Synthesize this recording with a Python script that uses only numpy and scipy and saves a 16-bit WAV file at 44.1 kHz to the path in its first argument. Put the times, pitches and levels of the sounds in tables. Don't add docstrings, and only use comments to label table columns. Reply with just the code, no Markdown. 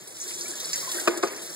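import sys
import numpy as np
from scipy import signal
from scipy.fft import rfft, irfft, next_fast_len
from scipy.io import wavfile

SR = 44100
rng = np.random.default_rng(int(sys.argv[2]) if len(sys.argv) > 2 else 0)


def output_pcm(signal):
    pcm = np.clip(np.atleast_2d(signal).T, -1, 1) * 32767
    wavfile.write(sys.argv[1], SR, np.round(pcm).astype(np.int16))


N = 68355

# pitch_hz, t60_s, water_db, first_berry_db, second_berry_db
METAL_MODES = [(220, 0.086, -8, -23, -10), (346.8, 0.13, 0, -6, -21), (396.5, 0.054, 0, -10, -4),
               (458, 0.096, -11.5, -0.5, -9.5), (542, 0.068, -5.5, -16, -7), (644.5, 0.049, -3.5, -4, -26),
               (700, 0.038, -6, -27, -9), (840, 0.06, -21, -19, -12.5), (1050, 0.018, -12, -9, -19),
               (1154, 0.018, -2, -10.5, -7.5), (1211, 0.017, -14, 0, -4), (1472, 0.066, -8, -11, -19.5),
               (1533, 0.014, 0, -8, -8), (1710, 0.017, 18, -5.5, -37), (2080, 0.014, -27, -45, -7.5),
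               (2443, 0.022, -1, -2, -11)]
# pitch_hz, t60_s, water_db, berry_db
RIM_MODES = [(315.2, 0.57, -42, -30), (373.8, 0.18, -37.5, -35), (658, 0.3, -39.5, -23.5),
             (966, 0.28, -44.5, -31.5), (1228, 0.29, -52, -24)]


def from_db(db):
    return 10 ** (np.asarray(db) / 20)


def rms_one(x):
    return x / np.sqrt(np.mean(x ** 2) + 1e-20)


def envelope(rows):
    time_s, level_db = np.transpose(rows)
    return from_db(np.interp(np.arange(N) / SR, time_s, level_db))


def butterworth(x, order, edges_hz, kind):
    return signal.sosfilt(signal.butter(order, edges_hz, kind, fs=SR, output="sos"), x)


def drift(rate_hz):
    hop, settle = 40, 2000
    pole = np.exp(-2 * np.pi * rate_hz * hop / SR)
    white = rng.standard_normal(N // hop + settle + 2)
    slow = signal.lfilter([1], [1, -2 * pole, pole * pole], white)[settle:]
    return np.interp(np.arange(N) / hop, np.arange(len(slow)), rms_one(slow))


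def ring(force, pitch_hz, t60_s):
    radius, angle = from_db(-60 / (t60_s * SR)), 2 * np.pi * pitch_hz / SR
    return signal.lfilter([0, np.sin(angle)], [1, -2 * radius * np.cos(angle), radius ** 2], force + 1e-18)


def level_at(spectrum, hz):
    freq_hz, level_db = np.transpose(spectrum)
    return np.interp(np.log(hz), np.log(freq_hz), level_db)


def banded_noise(spectrum, patchy_db, together_db, rate_hz):
    out, together = 0, drift(rate_hz)
    low_hz, high_hz = spectrum[0][0], spectrum[-1][0]
    edges_hz = low_hz * 2 ** np.arange(0, np.log2(high_hz / low_hz) + .3, 1 / 3)
    white = rng.standard_normal((2, N))
    for k, (low, high) in enumerate(zip(edges_hz, edges_hz[1:])):
        band = butterworth(white[k % 2], 2, [low, high], "band")
        flicker_db = together_db * together + patchy_db * drift(rate_hz)
        out += from_db(level_at(spectrum, np.sqrt(low * high)) + flicker_db) * band
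    return rms_one(out)


def grains(spectrum, per_s, spread_db, t60_cycles, pitches):
    sizes = from_db(spread_db * np.minimum(rng.exponential(1, N), 4)) * rng.choice([-1, 1], N)
    born = rng.random(N) < per_s * from_db(3.0 * drift(25)) / SR
    out, dealt = 0, rng.integers(0, pitches, N)
    for k, hz in enumerate(np.geomspace(spectrum[0][0], spectrum[-1][0], pitches)):
        clicks = sizes * born * (dealt == k)
        out += from_db(level_at(spectrum, hz)) * hz * ring(clicks, hz, t60_cycles / hz)
    return rms_one(out)


def rumble():
    # freq_hz, density_db
    spectrum = [(60, -33), (90, 7.5), (120, 0), (170, 3.5), (240, 1.5), (400, 8)]
    return from_db(-53) * banded_noise(spectrum, patchy_db=3.0, together_db=-2.0, rate_hz=8.0)


def sink_hum():
    # time_s, level_db
    levels = [(0, -70), (.6, -68.5), (.66, -54), (.78, -50.5), (.9, -57.5), (.98, -77), (1.45, -82),
              (1.52, -49.5), (1.55, -64)]
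    pitch_hz, t60_s = 168.6, 0.087
    narrow_noise = ring(rng.standard_normal(N), pitch_hz, t60_s)
    return envelope(levels) * rms_one(ring(narrow_noise, pitch_hz, t60_s))


def metal(force, gains):
    modes = sum(gain * ring(force, hz, t60_s) for (hz, t60_s, *_), gain in zip(METAL_MODES, gains))
    return butterworth(modes, 4, 283, "high")


def rim(force, gains):
    return sum(gain * ring(force, hz, t60_s) for (hz, t60_s, *_), gain in zip(RIM_MODES, gains))


def drumming():
    # time_s, level_db
    levels = [(0, -48), (.2, -66), (.25, -48.5), (.4, -45), (.52, -42.5), (.62, -56), (.78, -60),
              (.93, -51), (.96, -35.5), (1.06, -44), (1.12, -37), (1.19, -31), (1.22, -45), (1.27, -39),
              (1.36, -39.5), (1.45, -47), (1.51, -40.5), (1.55, -55)]
    uneven_noise = rng.standard_normal(N) * from_db(2.2 * drift(50.0))
    force = butterworth(uneven_noise, 2, 534, "low")
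    water_db, signs = np.transpose(METAL_MODES)[2], (-1) ** np.arange(len(METAL_MODES))
    return envelope(levels) * rms_one(metal(force, signs * from_db(water_db)))


def wash():
    # time_s, level_db
    levels = [(0, -54), (.12, -53.5), (.25, -51), (.45, -48), (.6, -46), (.72, -47), (.8, -44.5),
              (.92, -43), (1.05, -42.5), (1.10, -35), (1.21, -45), (1.27, -37.5), (1.36, -45.5),
              (1.45, -47.5), (1.55, -49)]
    # freq_hz, density_db
    spectrum = [(450, 7.5), (700, 3.5), (1000, 1), (1500, 1), (2200, 2), (3000, -6.5)]
    small_bubbles = grains(spectrum, per_s=400, spread_db=1.0, t60_cycles=22, pitches=30)
    churn = banded_noise(spectrum, patchy_db=2.2, together_db=.6, rate_hz=30.0)
    water_db = np.transpose(RIM_MODES)[2]
    ringing = rim(rng.standard_normal(N), from_db(water_db))
    return envelope(levels) * (churn + from_db(-8.5) * small_bubbles + ringing)


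def large_bubbles():
    # start_s, level_db, pitch_hz, t60_s
    bubbles = [(.258, -42.5, 1546, 0.047), (.456, -32, 2280, 0.058), (.534, -34.5, 1664, 0.075),
               (.736, -48, 2022, 0.072), (.825, -38.5, 1100, 0.26), (0.846, -30, 1900, 0.024),
               (.78, -36, 508, 0.11), (0.875, -29.5, 1021, 0.1), (0.938, -37, 1817, 0.22),
               (.983, -26.5, 1548, 0.069), (.986, -28, 1860, .03)]
    rise, attack_s, wobble_rad = 0.077, 0.0019, 0.45
    out, t = np.zeros(N), np.arange(N) / SR
    for start_s, level_db, pitch_hz, t60_s in bubbles:
        age_s = np.maximum(t - start_s, 0)
        glide = 1 + rise * np.minimum(age_s / t60_s, 1)
        phase = 2 * np.pi * pitch_hz * age_s * glide + wobble_rad * drift(48.0)
        out += from_db(level_db - 60 * age_s / t60_s) * np.minimum(age_s / attack_s, 1) * np.sin(phase)
    return out


def berry_knocks():
    # start_s, level_db, cutoff_hz
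    berries = [
        [(1.0747, -8, 4650), (1.0763, -12, 4500), (1.0778, -4, 3500), (1.083, -11.5, 1710)],
        [(1.2313, -11.5, 4140), (1.2343, -9.5, 2410), (1.2370, -11.5, 1740), (1.2425, -17, 1610),
         (1.269, -31, 865)],
    ]
    crack_db, crack_t60_s, crack_low_hz, crack_high_hz = -14.5, 0.032, 1500, 6000
    spots_db, rim_db = np.transpose(METAL_MODES)[3:], np.transpose(RIM_MODES)[3]
    out, crack_gain, t = np.zeros(N), np.zeros(N), np.arange(N) / SR
    for touches, spot_db in zip(berries, spots_db):
        force = np.zeros(N)
        for start_s, level_db, cutoff_hz in touches:
            click = np.zeros(N)
            click[int(start_s * SR)] = -from_db(level_db) * SR / (32 * cutoff_hz)
            force += butterworth(click, 2, cutoff_hz, "low")
            decay = (t >= start_s) * from_db(-60 * np.maximum(t - start_s, 0) / crack_t60_s)
            crack_gain += from_db(level_db + crack_db) * decay * cutoff_hz / crack_high_hz
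        out += metal(force, from_db(spot_db)) + rim(force, from_db(rim_db))
    crack = crack_gain * rng.standard_normal(N)
    return out + butterworth(crack, 1, [crack_low_hz, crack_high_hz], "band")


def splashes():
    # start_s, level_db, centre_hz, width_hz, t60_s
    bursts = [(0.075, -43, 8940, 2050, 0.36), (0.199, -32, 6200, 1510, 0.072),
              (0.211, -31, 7100, 2950, 0.23), (0.277, -34, 7540, 6000, 0.48),
              (0.307, -39.5, 2430, 1000, 0.1), (0.335, -30.5, 6740, 2520, .08),
              (0.409, -26.5, 5700, 2340, 0.08), (0.48, -26, 8100, 4860, 0.034),
              (0.51, -37.5, 8400, 2500, 0.24), (0.559, -40, 6800, 1970, 0.28),
              (0.606, -32, 6140, 1500, 0.15), (0.642, -30, 5000, 1810, 0.096),
              (0.656, -22.5, 8500, 1990, 0.024), (0.677, -32, 8350, 1500, 0.033),
              (0.691, -33.5, 4850, 1490, 0.22), (0.731, -20, 6160, 3170, 0.08),
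              (0.731, -33.5, 2210, 1270, 0.18), (.757, -22.5, 7340, 4100, 0.053),
              (0.798, -35.5, 6060, 2900, 0.21), (0.889, -30, 6000, 5500, 0.097),
              (0.965, -31.5, 9100, 6640, 0.37), (1.0739, -23.5, 4800, 6600, 0.089),
              (1.168, -34, 8300, 2480, 0.063), (1.224, -33, 8500, 2500, 0.041),
              (1.227, -29, 4800, 2560, 0.063), (1.232, -33, 6350, 5100, 0.15),
              (1.246, -36.5, 8600, 1990, 0.1), (1.271, -33.5, 5600, 2460, 0.11),
              (1.323, -26, 11600, 3000, 0.01)]
    attack_s = 0.001
    out, t = np.zeros(N), np.arange(N) / SR
    for start_s, level_db, centre_hz, width_hz, t60_s in bursts:
        edges_hz = np.clip([centre_hz - width_hz / 2, centre_hz + width_hz / 2], 300, .45 * SR)
        noise = rms_one(butterworth(rng.standard_normal(N), 3, edges_hz, "band"))
        age_s = np.maximum(t - start_s, 0)
        out += from_db(level_db - 60 * age_s / t60_s) * np.minimum(age_s / attack_s, 1) * noise
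    return out


def droplet_ticks(per_s, size_db, t60_s):
    jumps = (rng.random(N) < per_s / SR) * np.minimum(rng.exponential(1, N), 3)
    lift = signal.lfilter([1], [1, -from_db(-60 / (t60_s * SR))], jumps + 1e-18)
    return rms_one(1 + from_db(size_db) * lift)


def spray():
    # time_s, level_db
    levels = [(0, -46), (.1, -46.5), (.2, -40), (.384, -36.5), (.6, -37.5), (.8, -32.5), (.92, -32),
              (1.05, -36), (1.12, -38.5), (1.19, -40), (1.215, -44), (1.26, -41), (1.4, -40.5),
              (1.55, -38.5)]
    # freq_hz, density_db
    spectrum = [(2500, -60), (3200, 4), (4000, -3.5), (5200, 5), (6500, 1), (8500, 7.5), (10500, -10.5),
                (12500, 2.5), (15500, -15)]
    drops = grains(spectrum, per_s=2500, spread_db=1.5, t60_cycles=39, pitches=24)
    ticks = droplet_ticks(per_s=40, size_db=-4.5, t60_s=0.045)
    hiss = banded_noise(spectrum, patchy_db=1.6, together_db=0.8, rate_hz=18.0)
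    return envelope(levels) * ticks * (hiss + from_db(-5.5) * drops)


def scene():
    mono = rumble() + spray() + splashes() + large_bubbles()
    mono += wash() + drumming() + sink_hum() + berry_knocks()
    return np.array([mono, mono])


def record(dry):
    # low_edge_hz, lean_sigma (positive favours a late right channel)
    bands = [(0, .5), (200, 1.0), (500, 1.1), (1470, .2), (2940, 0), (4410, -.5), (5880, 0), (7350, 1.1),
             (8820, 1.1), (10290, 1.1), (11760, .6), (13230, 0)]
    lag_s, swap_rate_hz, low_cut_hz, high_cut_hz = 15 / SR, 12.0, 107, 15700
    bass_phase_rad, bass_db, bass_edge_hz = 1.04, -4, 730
    size = next_fast_len(N + 4096)
    hz = np.arange(size // 2 + 1) * SR / size
    phase = np.minimum(np.pi - 2 * np.pi * hz * lag_s, bass_phase_rad)
    gain = from_db(bass_db / (1 + (hz / bass_edge_hz) ** 6))
    left, right = rfft(dry[0], size), rfft(dry[1], size) * gain * np.exp(1j * phase)
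    mid, side = irfft(left + right, size)[:N] / 2, np.zeros(N)
    high_edges_hz = [edge for edge, _ in bands[1:]] + [SR]
    for (low_hz, lean), high_hz in zip(bands, high_edges_hz):
        band = irfft((left - right) / 2 * ((hz >= low_hz) & (hz < high_hz)), size)[:N]
        side += band * np.tanh(12 * (lean + drift(swap_rate_hz)))
    stereo = butterworth([mid + side, mid - side], 4, low_cut_hz, "high")
    return signal.sosfilt(signal.ellip(12, .5, 80, high_cut_hz, fs=SR, output="sos"), stereo)


dry = scene()
out = record(dry)
output_pcm(out)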